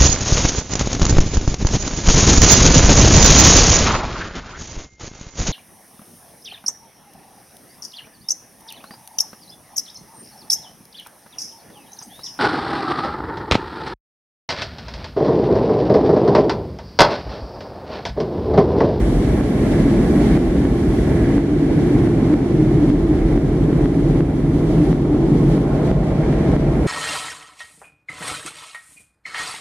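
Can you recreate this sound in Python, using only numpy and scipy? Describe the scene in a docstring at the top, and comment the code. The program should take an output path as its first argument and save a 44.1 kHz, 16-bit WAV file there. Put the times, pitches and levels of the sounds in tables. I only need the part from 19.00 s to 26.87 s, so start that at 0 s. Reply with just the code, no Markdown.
"""Inside a passenger coach in a rail yard, as another train passes. Rough rails shake the body
and its panels, the wheels roar under the floor, air hisses along the window, equipment whines faintly.
The other train's diesels drone and throb as they go by. Short sharp peaks in the rumble, each a tick
with a brief thump, make the limiter duck everything, and the noise swells back after each."""
import sys
import numpy as np
from scipy import signal
from scipy.fft import rfft, irfft
from scipy.io import wavfile
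from scipy.ndimage import uniform_filter1d, minimum_filter1d

SR = 44100
rng = np.random.default_rng(int(sys.argv[2]) if len(sys.argv) > 2 else 0)


def to_wav(s):
    """Save 16-bit WAV."""
    ch = np.atleast_2d(s).T  # columns
    pcm = np.round(np.clip(ch, -1, 1) * 32767)  # PCM
    wavfile.write(sys.argv[1], SR, pcm.astype(np.int16))


N = 346978
TIME_S = np.arange(N) / SR
FREQ_HZ = np.maximum(np.arange(N // 2 + 1) * SR / N, 1)

# Spectra of wheel roar, wheel rush and air hiss. Each row: frequency in Hz, relative level in dB.
ROAR_SPECTRUM = [(330, -1.5), (480, 0), (650, -2), (800, -6), (950, -7.5), (1150, -12.5), (1400, -13.5),
                 (2200, -60)]
RUSH_SPECTRUM = [(800, -16), (1200, -13), (1500, 3), (1800, 1.5), (2250, 1.5), (2450, -2), (2700, -8.5),
                 (4000, -34), (12000, -58)]
HISS_SPECTRUM = [(1500, -11.5), (2600, -1.5), (3200, 2), (4000, -2), (5000, -5), (6500, -8), (8500, -11),
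                 (10300, -11), (11200, -17.5), (12500, -26), (14000, -34), (15700, -43)]
# Stereo width of the cabin. Each row: frequency in Hz, side minus mid in dB.
CABIN_WIDTH = [(40, -40), (90, -32), (180, -27), (330, -16), (700, -11), (1400, -6.8), (2600, -1),
               (5000, 2.5), (9000, 0.2), (15000, -0.4)]


def from_db(db):
    """Decibels to gain."""
    return 10 ** (np.asarray(db) / 20)


def rms_one(x):
    """Scale to rms 1."""
    return x / np.sqrt(np.mean(x ** 2) + 1e-20)


def in_time(rows):
    """Straight lines through (s, value) points."""
    return np.interp(TIME_S, *np.transpose(rows))


def swells(rows):
    """Sum of Gaussian rises and dips, in dB."""
    return sum(db * np.exp(-((TIME_S - s) / half_s) ** 2) for s, half_s, db in rows)


def rise(mid_s, length_s, db):
    """Smooth step from 0 to db."""
    return db * (1 + np.tanh(2 * (TIME_S - mid_s) / length_s)) / 2


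def drift(rate_hz):
    """Smooth random wander, rms 1."""
    return rms_one(irfft(rfft(rng.standard_normal(N)) / (1 + (FREQ_HZ / rate_hz) ** 2), N))


def colour(points):
    """Gain spectrum from (Hz, dB) points."""
    hz, db = np.transpose(points)
    return from_db(np.interp(np.log(FREQ_HZ), np.log(hz), db))


def resonances(modes, skirt):
    """Gain spectrum of modes whose powers add; a higher skirt deepens the valleys."""
    power = 0
    for hz, width_hz, db in modes:
        detuning = (FREQ_HZ - hz ** 2 / FREQ_HZ) / width_hz
        power += from_db(db) ** 2 / (1 + detuning ** 2 / skirt) ** skirt
    return np.sqrt(power)


def in_cabin(shape, drive):
    """Filter two drives into stereo, rms 1: bass alike on both sides, treble diffuse."""
    # Each row: frequency in Hz, left minus right in dB.
    balance = [(60, -0.1), (110, -0.35), (220, 0.29), (410, -1.1), (780, -0.9), (1480, -1.9), (2810, -1.1)]
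    mid, side = rfft(drive) * shape
    side *= colour(CABIN_WIDTH)
    lean = np.sqrt(colour(balance))
    return rms_one(irfft(np.array([(mid + side) * lean, (mid - side) / lean]), N))


def noise(shape):
    """Steady stereo noise with the given gain spectrum."""
    return in_cabin(shape, rng.standard_normal((2, N)))


def shaken(modes, skirt, even_s):
    """Noise-driven modes, their power levelled over even_s."""
    x = noise(resonances(modes, skirt))
    power = uniform_filter1d(np.mean(x ** 2, axis=0), int(even_s * SR))
    return x / np.sqrt(power + 1e-9)


def coach(rough_db):
    """Shaken by the rails, the body booms, the floor drones, the panels rumble, the frame growls."""
    # Resonances. Each row: frequency in Hz, width in Hz, relative level in dB.
    body_modes = [(42, 6.8, 8), (54.4, 30.5, 4.5), (72, 7.6, -9)]
    floor_modes = [(96.5, 5.5, -7), (114, 14, -3.5), (131.6, 5.3, 1), (144.5, 18, -3), (161.7, 9.8, -2.5),
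                   (176, 15, -9.5)]
    panel_modes = [(245, 21, -5.5), (272.7, 18.4, -0.5), (293.4, 18, -1), (317, 15, -3.5), (332, 19.4, 1.5),
                   (356.4, 23, -4.5)]
    frame_modes = [(384.5, 54, 0), (419.5, 31, -1.5), (450, 38, -6)]
    # Each row: time in seconds, base level in dB.
    boom_levels = [(0, -15.5), (0.4, -23.5), (0.7, -23), (1.6, -19), (2.25, -20.5), (2.5, -24), (3.5, -25),
                   (4.0, -19), (4.9, -21.5), (7.1, -25.5), (7.87, -18.5)]
    rumble_levels = [(0, -22.5), (1.1, -18), (1.58, -18), (1.8, -19), (2.1, -20), (2.5, -16), (3.1, -16.5),
                     (3.9, -16), (4.4, -18.5), (5.1, -17.5), (5.35, -19), (5.55, -16.5), (5.7, -20.5),
                     (6.2, -17), (6.45, -18.5), (6.6, -19.5), (6.95, -23), (7.3, -22), (7.87, -19)]
    # Each row: centre in seconds, half length in seconds, swell in dB.
    body_lurches = [(0.12, 0.028, 0), (0.34, 0.039, 5.2), (4.22, 0.036, 5.5), (5.85, 0.04, 4.8),
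                    (6.88, 0.047, 7)]
    floor_swells = [(0.77, 0.027, 2.5), (2.25, 0.42, 2), (2.77, 0.031, 6.5), (3.1, 0.23, 5), (3.6, 0.13, 8),
                    (3.76, 0.041, 7.5), (4.62, 0.055, 4.5)]
    boom_db = in_time(boom_levels) + swells(body_lurches)
    boom = from_db(boom_db) * shaken(body_modes, skirt=4.9, even_s=0.2)
    drone = from_db(-22.5 + swells(floor_swells)) * shaken(floor_modes, skirt=2.1, even_s=0.081)
    rumble = from_db(in_time(rumble_levels)) * shaken(panel_modes, skirt=1.62, even_s=0.07)
    growl = from_db(-26.5 + 0.2 * rough_db) * shaken(frame_modes, skirt=1.87, even_s=0.22)
    notes, takeover = shudders()
    return boom + drone + rumble * (1 - 0.34 * takeover) + notes + growl


def wheels(rolling_db, rough_db):
    """Wheel-rail contact: roar and rush waver with rail roughness; steel ring fades, a howl comes late."""
    # Resonances. Each row: frequency in Hz, width in Hz, relative level in dB.
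    wheel_modes = [(494, 34, 0), (572, 27, 0), (632, 17, 1.5), (691, 35, -4.5), (778, 84, -5.5),
                   (1072, 22, -11)]
    ring_modes = [(1690, 210, 0), (1960, 240, -1)]
    howl_modes = [(637, 27, 2), (642, 16, -5)]
    # Each row: centre in seconds, half length in seconds, swell or sag in dB.
    rush_swells = [(0.13, 0.089, -4.5), (0.77, 0.1, 0.5), (1.32, 0.08, 3), (1.78, 0.064, -2),
                   (2.22, 0.13, 1), (4.22, 0.1, 1.5), (6.2, 0.12, -1), (7.02, 0.091, -1)]
    roughness = drift(rate_hz=23)
    roar_db = -30.5 + 0.24 * rough_db + 0.64 * roughness + rise(mid_s=6.6, length_s=0.096, db=3.45)
    rush_db = rolling_db - 1.87 + swells(rush_swells) + 0.44 * roughness
    howl_db = -52.5 + rise(mid_s=6.6, length_s=0.31, db=18.8)
    roar = from_db(-0.5) * noise(colour(ROAR_SPECTRUM))
    roar += from_db(-3.5) * shaken(wheel_modes, skirt=1.96, even_s=0.12)
    rush = noise(colour(RUSH_SPECTRUM))
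    ring = from_db(-2.5 - 0.5 * TIME_S) * noise(resonances(ring_modes, skirt=2.1))
    howl = shaken(howl_modes, skirt=1.3, even_s=0.13)
    return from_db(roar_db) * roar + from_db(rush_db) * (rush + ring) + from_db(howl_db) * howl


def grit(rolling_db, ticks_per_s=83, spread_db=1.5):
    """Tiny uneven ticks in the rolling noise."""
    sizes = from_db(spread_db * np.minimum(rng.exponential(1, N), 3))
    ticks = (rng.random(N) < ticks_per_s / SR) * sizes * rng.standard_normal((2, N))
    shape = colour(RUSH_SPECTRUM) + 0.18 * colour(HISS_SPECTRUM) + colour(ROAR_SPECTRUM)
    return from_db(rolling_db - 10.5) * in_cabin(shape, ticks)


def air(rough_db, swing_db, fade_db_per_s=0.35):
    """Air hisses along the window; a thin sizzle comes and goes."""
    # Each row: centre in seconds, half length in seconds, swell in dB.
    hiss_swells = [(1.3, 0.09, 2.5), (5.82, 0.22, 2.5), (6.54, 0.029, 2), (6.87, 0.06, 2)]
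    # Each row: frequency in Hz, relative level in dB.
    sizzle_spectrum = [(3000, -23), (5000, -6), (8000, -5.5), (8700, -5.5), (9450, -2), (9850, -2),
                       (10280, -1.5), (10800, -4.5), (11200, -6.5), (12500, -11), (14000, -17),
                       (15700, -19)]
    # Each row: time in seconds, level in dB.
    sizzle_levels = [(0.25, -50), (0.48, -50), (0.7, -48.5), (0.9, -52.5), (1.17, -47.3), (1.4, -51.5),
                     (1.7, -51.5), (1.95, -49), (2.5, -58), (2.9, -54), (3.5, -57.5), (5.4, -56.5),
                     (5.85, -55), (6.2, -65), (6.5, -53.5), (7.1, -66), (7.5, -63), (7.87, -53)]
    hiss_db = -43.5 + 0.07 * rough_db + 0.52 * swing_db - fade_db_per_s * TIME_S
    hiss_db += swells(hiss_swells) + 0.89 * drift(rate_hz=13)
    hiss = from_db(hiss_db) * noise(colour(HISS_SPECTRUM))
    return hiss + from_db(in_time(sizzle_levels)) * noise(colour(sizzle_spectrum))


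def whines(waver_share=0.0015, fade_s=0.24):
    """Thin wavering tones from fans and electrics."""
    # Each row: frequency in Hz, base rms level in dB, end of fade in seconds.
    tones = [(575, -43.5, 1.8), (623, -47, 2.44), (679, -46.5, 1.7), (1110, -53, 3.5), (1695, -52, 2.5),
             (2314, -61, 1.6), (8003, -65, 2.44), (10264, -63, 2.44), (12377, -78, 2.44),
             (14562, -83, 2.44)]
    out = np.zeros((2, N))
    for hz, db, end_s in tones:
        phase = 2 * np.pi * np.cumsum(hz * (1 + waver_share * drift(rate_hz=8.3))) / SR
        width_db = np.interp(hz, *np.transpose(CABIN_WIDTH))
        stereo_rad = np.array([[1], [-1]]) * np.arctan(from_db(width_db))
        fade = np.clip((end_s - TIME_S) / fade_s, 0, 1)
        out += np.sqrt(2) * from_db(db + 1.7 * drift(rate_hz=2)) * np.sin(phase + stereo_rad) * fade
    return out


def diesel(orders, levels_db, cycle_hz=8.72, waver_share=0.00307, flutter_db=1.5):
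    """Multiples of an unsteady firing cycle, each fading in and out on its way through the window."""
    cycles = np.cumsum(cycle_hz * (1 + waver_share * drift(rate_hz=1.2))) / SR
    notes = np.zeros(N)
    for order, db in zip(orders, levels_db):
        amplitude = np.sqrt(2) * from_db(db + flutter_db * drift(rate_hz=1.8))
        turns = round(order) * cycles + rng.random() + 0.12 * drift(rate_hz=1.9)
        notes += amplitude * np.sin(2 * np.pi * turns)
    return notes


def passing_train(rough_db, swing_db, beat_hz=1.6, crest_s=6.45):
    """Only low notes pass the closed window: coaches hum, two diesels near, beat and recede."""
    # Each row: closest approach in seconds, seconds to fall by 3 dB, base level in dB.
    locomotives = [(5.15, 1.0, -21.5), (6.7, 0.82, -20.5)]
    # Each row: multiple of the firing cycle, relative dB in the first diesel, in the second.
    engine_orders = [(5, -13, -12.5), (6, -13, -12), (11, -15.5, -22), (15, -7.5, -11.5), (16, -14, -4.5),
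                     (17, -11, -4.5), (18, -4, -7), (19, -7.5, -10), (20, -12, -10), (21, -30, -9.5),
                     (25, -21, -12.5)]
    # Noise bands. Each row: frequency in Hz, width in Hz, relative level in dB.
    exhaust_modes = [(140, 9.4, 3), (155, 9.7, 3), (180, 31, -4.5)]
    hum_modes = [(184, 47, -8.5), (210.6, 31, -2), (249, 20, -3.5)]
    orders, *levels_db = np.transpose(engine_orders)
    gains = [from_db(db) / np.hypot(1, (TIME_S - s) / pass_s) for s, pass_s, db in locomotives]
    notes = sum(gain * diesel(orders, dbs) for gain, dbs in zip(gains, levels_db))
    power = from_db(-30) ** 2 + sum(gain ** 2 for gain in gains)  # distant floor plus both diesels
    exhaust = np.sqrt(power) * from_db(-7.5) * shaken(exhaust_modes, skirt=2.6, even_s=0.085)
    depth_db = 2 + rise(mid_s=6.76, length_s=0.25, db=0.96)  # deeper once both are abreast
    throb_db = depth_db * np.cos(2 * np.pi * beat_hz * (TIME_S - crest_s))
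    hum_db = -23.5 + 0.74 * rough_db + 0.72 * swing_db
    hum = from_db(hum_db) * shaken(hum_modes, skirt=1.62, even_s=0.13)
    return from_db(throb_db) * (notes + exhaust) + hum


def rumble_peaks(rumble, takeover_s=0.0025, thump_hz=286.8, edge_hz=3200):
    """Short sharp peaks take over the rumble for an instant: each a tick at the crest of a brief thump."""
    # Each row: time in seconds, tick in dB, its half width in seconds, thump in dB, its decay in seconds.
    peak_rows = [(0.411, -2.5, 0.00062, -13, 0.0024), (1.375, 0, 0.00049, -12.5, 0.02),
                 (1.653, 3, 0.00089, -10, 0.0058), (2.381, 5.5, 0.00086, -13, 0.028),
                 (3.073, 0.5, 0.00075, -15, 0.0041), (3.341, 4, 0.00061, -9, 0.02),
                 (3.902, 3.5, 0.00093, -12, 0.006), (4.377, 3, 0.00091, -14, 0.008),
                 (4.858, -3, 0.00041, -9, 0.012), (5.207, 2.5, 0.00063, -6, 0.0029),
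                 (5.929, 1, 0.00059, -19, 0.0043), (6.579, 0.5, 0.00082, -14, 0.0042),
                 (6.915, 4.5, 0.00081, -28, 0.0047), (7.565, 3, 0.00071, -18, 0.011)]
    peaks, rumble_gain = np.zeros(N), np.ones(N)
    for s, tick_db, tick_s, thump_db, thump_s in peak_rows:
        tick_lag, takeover_lag, thump_lag = (
            np.minimum(np.abs(TIME_S - s) / width_s, 20) for width_s in (tick_s, takeover_s, thump_s))
        tick = from_db(tick_db) * (1 - tick_lag) * np.exp(-tick_lag)
        thump = from_db(thump_db) * np.exp(-thump_lag) * np.cos(2 * np.pi * thump_hz * (TIME_S - s))
        peaks += (tick + thump) * np.sign(rumble[:, int(s * SR)].sum())
        rumble_gain *= 1 - np.exp(-takeover_lag ** 2)
    low_pass = signal.butter(2, edge_hz, fs=SR, output="sos")
    return rumble_gain * rumble + signal.sosfilt(low_pass, peaks + 1e-18)


def shudders():
    """Wall panels swing briefly on one note. 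Returns the notes and their envelope, 0 to 1."""
    # Each row: centre in seconds, half length in seconds, pitch in Hz, peak level in dB.
    bursts = [(0.863, 0.025, 283.6, -13.5), (1.187, 0.024, 292.6, -14), (1.349, 0.021, 299, -12),
              (1.588, 0.025, 286, -11.5), (2.367, 0.022, 282.7, -13), (2.529, 0.015, 299, -11.5),
              (2.632, 0.018, 289, -11), (2.942, 0.024, 295, -10.5), (3.326, 0.018, 300, -7.5),
              (3.621, 0.038, 311.3, -9.5), (3.822, 0.021, 293, -8.5), (3.942, 0.021, 299, -8.5),
              (4.11, 0.024, 306.3, -10), (4.817, 0.021, 296, -14), (4.975, 0.017, 282, -10.5),
              (5.561, 0.02, 286.5, -11.5), (5.699, 0.022, 298, -13), (5.823, 0.027, 299, -11),
              (6.124, 0.034, 297, -11.5), (6.33, 0.017, 300, -10)]
    notes, takeover = np.zeros(N), np.zeros(N)
    for s, half_s, hz, db in bursts:
        near = np.abs(TIME_S - s) < 4 * half_s
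        t = TIME_S[near] - s
        envelope = np.exp(-(t / half_s) ** 2 / 2)
        notes[near] += from_db(db) * envelope * np.sin(2 * np.pi * (hz * t + rng.random()))
        takeover[near] += envelope
    return notes, np.minimum(takeover, 1)


def scene():
    """Everything heard from the window seat."""
    # Wheel-rail contact. Each row: time in seconds, base level in dB.
    rolling_levels = [(0, -38.5), (0.5, -39.5), (0.72, -38), (1.33, -38.5), (1.55, -39), (2.25, -39),
                      (3.4, -40), (3.9, -41.5), (4.2, -42), (5.3, -43), (5.8, -43), (6.3, -43.5),
                      (7.3, -38.5), (7.87, -38.5)]
    # Rough rail. Each row: centre in seconds, half length in seconds, swell in dB (layers take a share).
    rough_stretches = [(1.224, 0.74, 8), (3.45, 0.36, 5.5), (6.35, 0.52, 4.5)]
    rolling_db, rough_db = in_time(rolling_levels), swells(rough_stretches)
    swing_db = rolling_db + 39.5  # about the usual rolling level
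    body = rumble_peaks(coach(rough_db) + passing_train(rough_db, swing_db))
    rolling = wheels(rolling_db, rough_db) + grit(rolling_db)
    return body + rolling + air(rough_db, swing_db) + whines()


def limiter(x, threshold_db=-14, release_db_per_s=7, sensor_edge_hz=640, grip_s=0.00054):
    """A sensor deaf to bass cuts most of each overshoot at once; part lingers and releases steadily."""
    sensed = irfft(rfft(x.mean(axis=0)) / np.sqrt(1 + (sensor_edge_hz / FREQ_HZ) ** 4), N)
    over_db = np.maximum(20 * np.log10(np.abs(sensed) + 1e-9) - threshold_db, 0)
    release_db = release_db_per_s * TIME_S
    held_db = np.maximum.accumulate(0.33 * over_db + release_db) - release_db
    grip_samples = int(grip_s * SR)
    gain_db = minimum_filter1d(-np.maximum(0.72 * over_db, held_db), grip_samples)
    return x * from_db(uniform_filter1d(gain_db, grip_samples))


def record(dry, low_cut_hz=26, notch_hz=2500, high_cut_hz=15750):
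    """Low cut, limiter, soft clip, four narrow harmonic notches, high cut."""
    x = limiter(signal.sosfilt(signal.butter(4, low_cut_hz, "high", fs=SR, output="sos"), dry))
    x = x / (1 + (x / 1.6) ** 10) ** (1 / 10)
    for hz in notch_hz * np.arange(1, 5):
        x = signal.lfilter(*signal.iirnotch(hz, hz / 75, fs=SR), x)
    return signal.sosfilt(signal.ellip(10, .1, 80, high_cut_hz, fs=SR, output="sos"), x)


dry = scene()
out = record(dry)
to_wav(out)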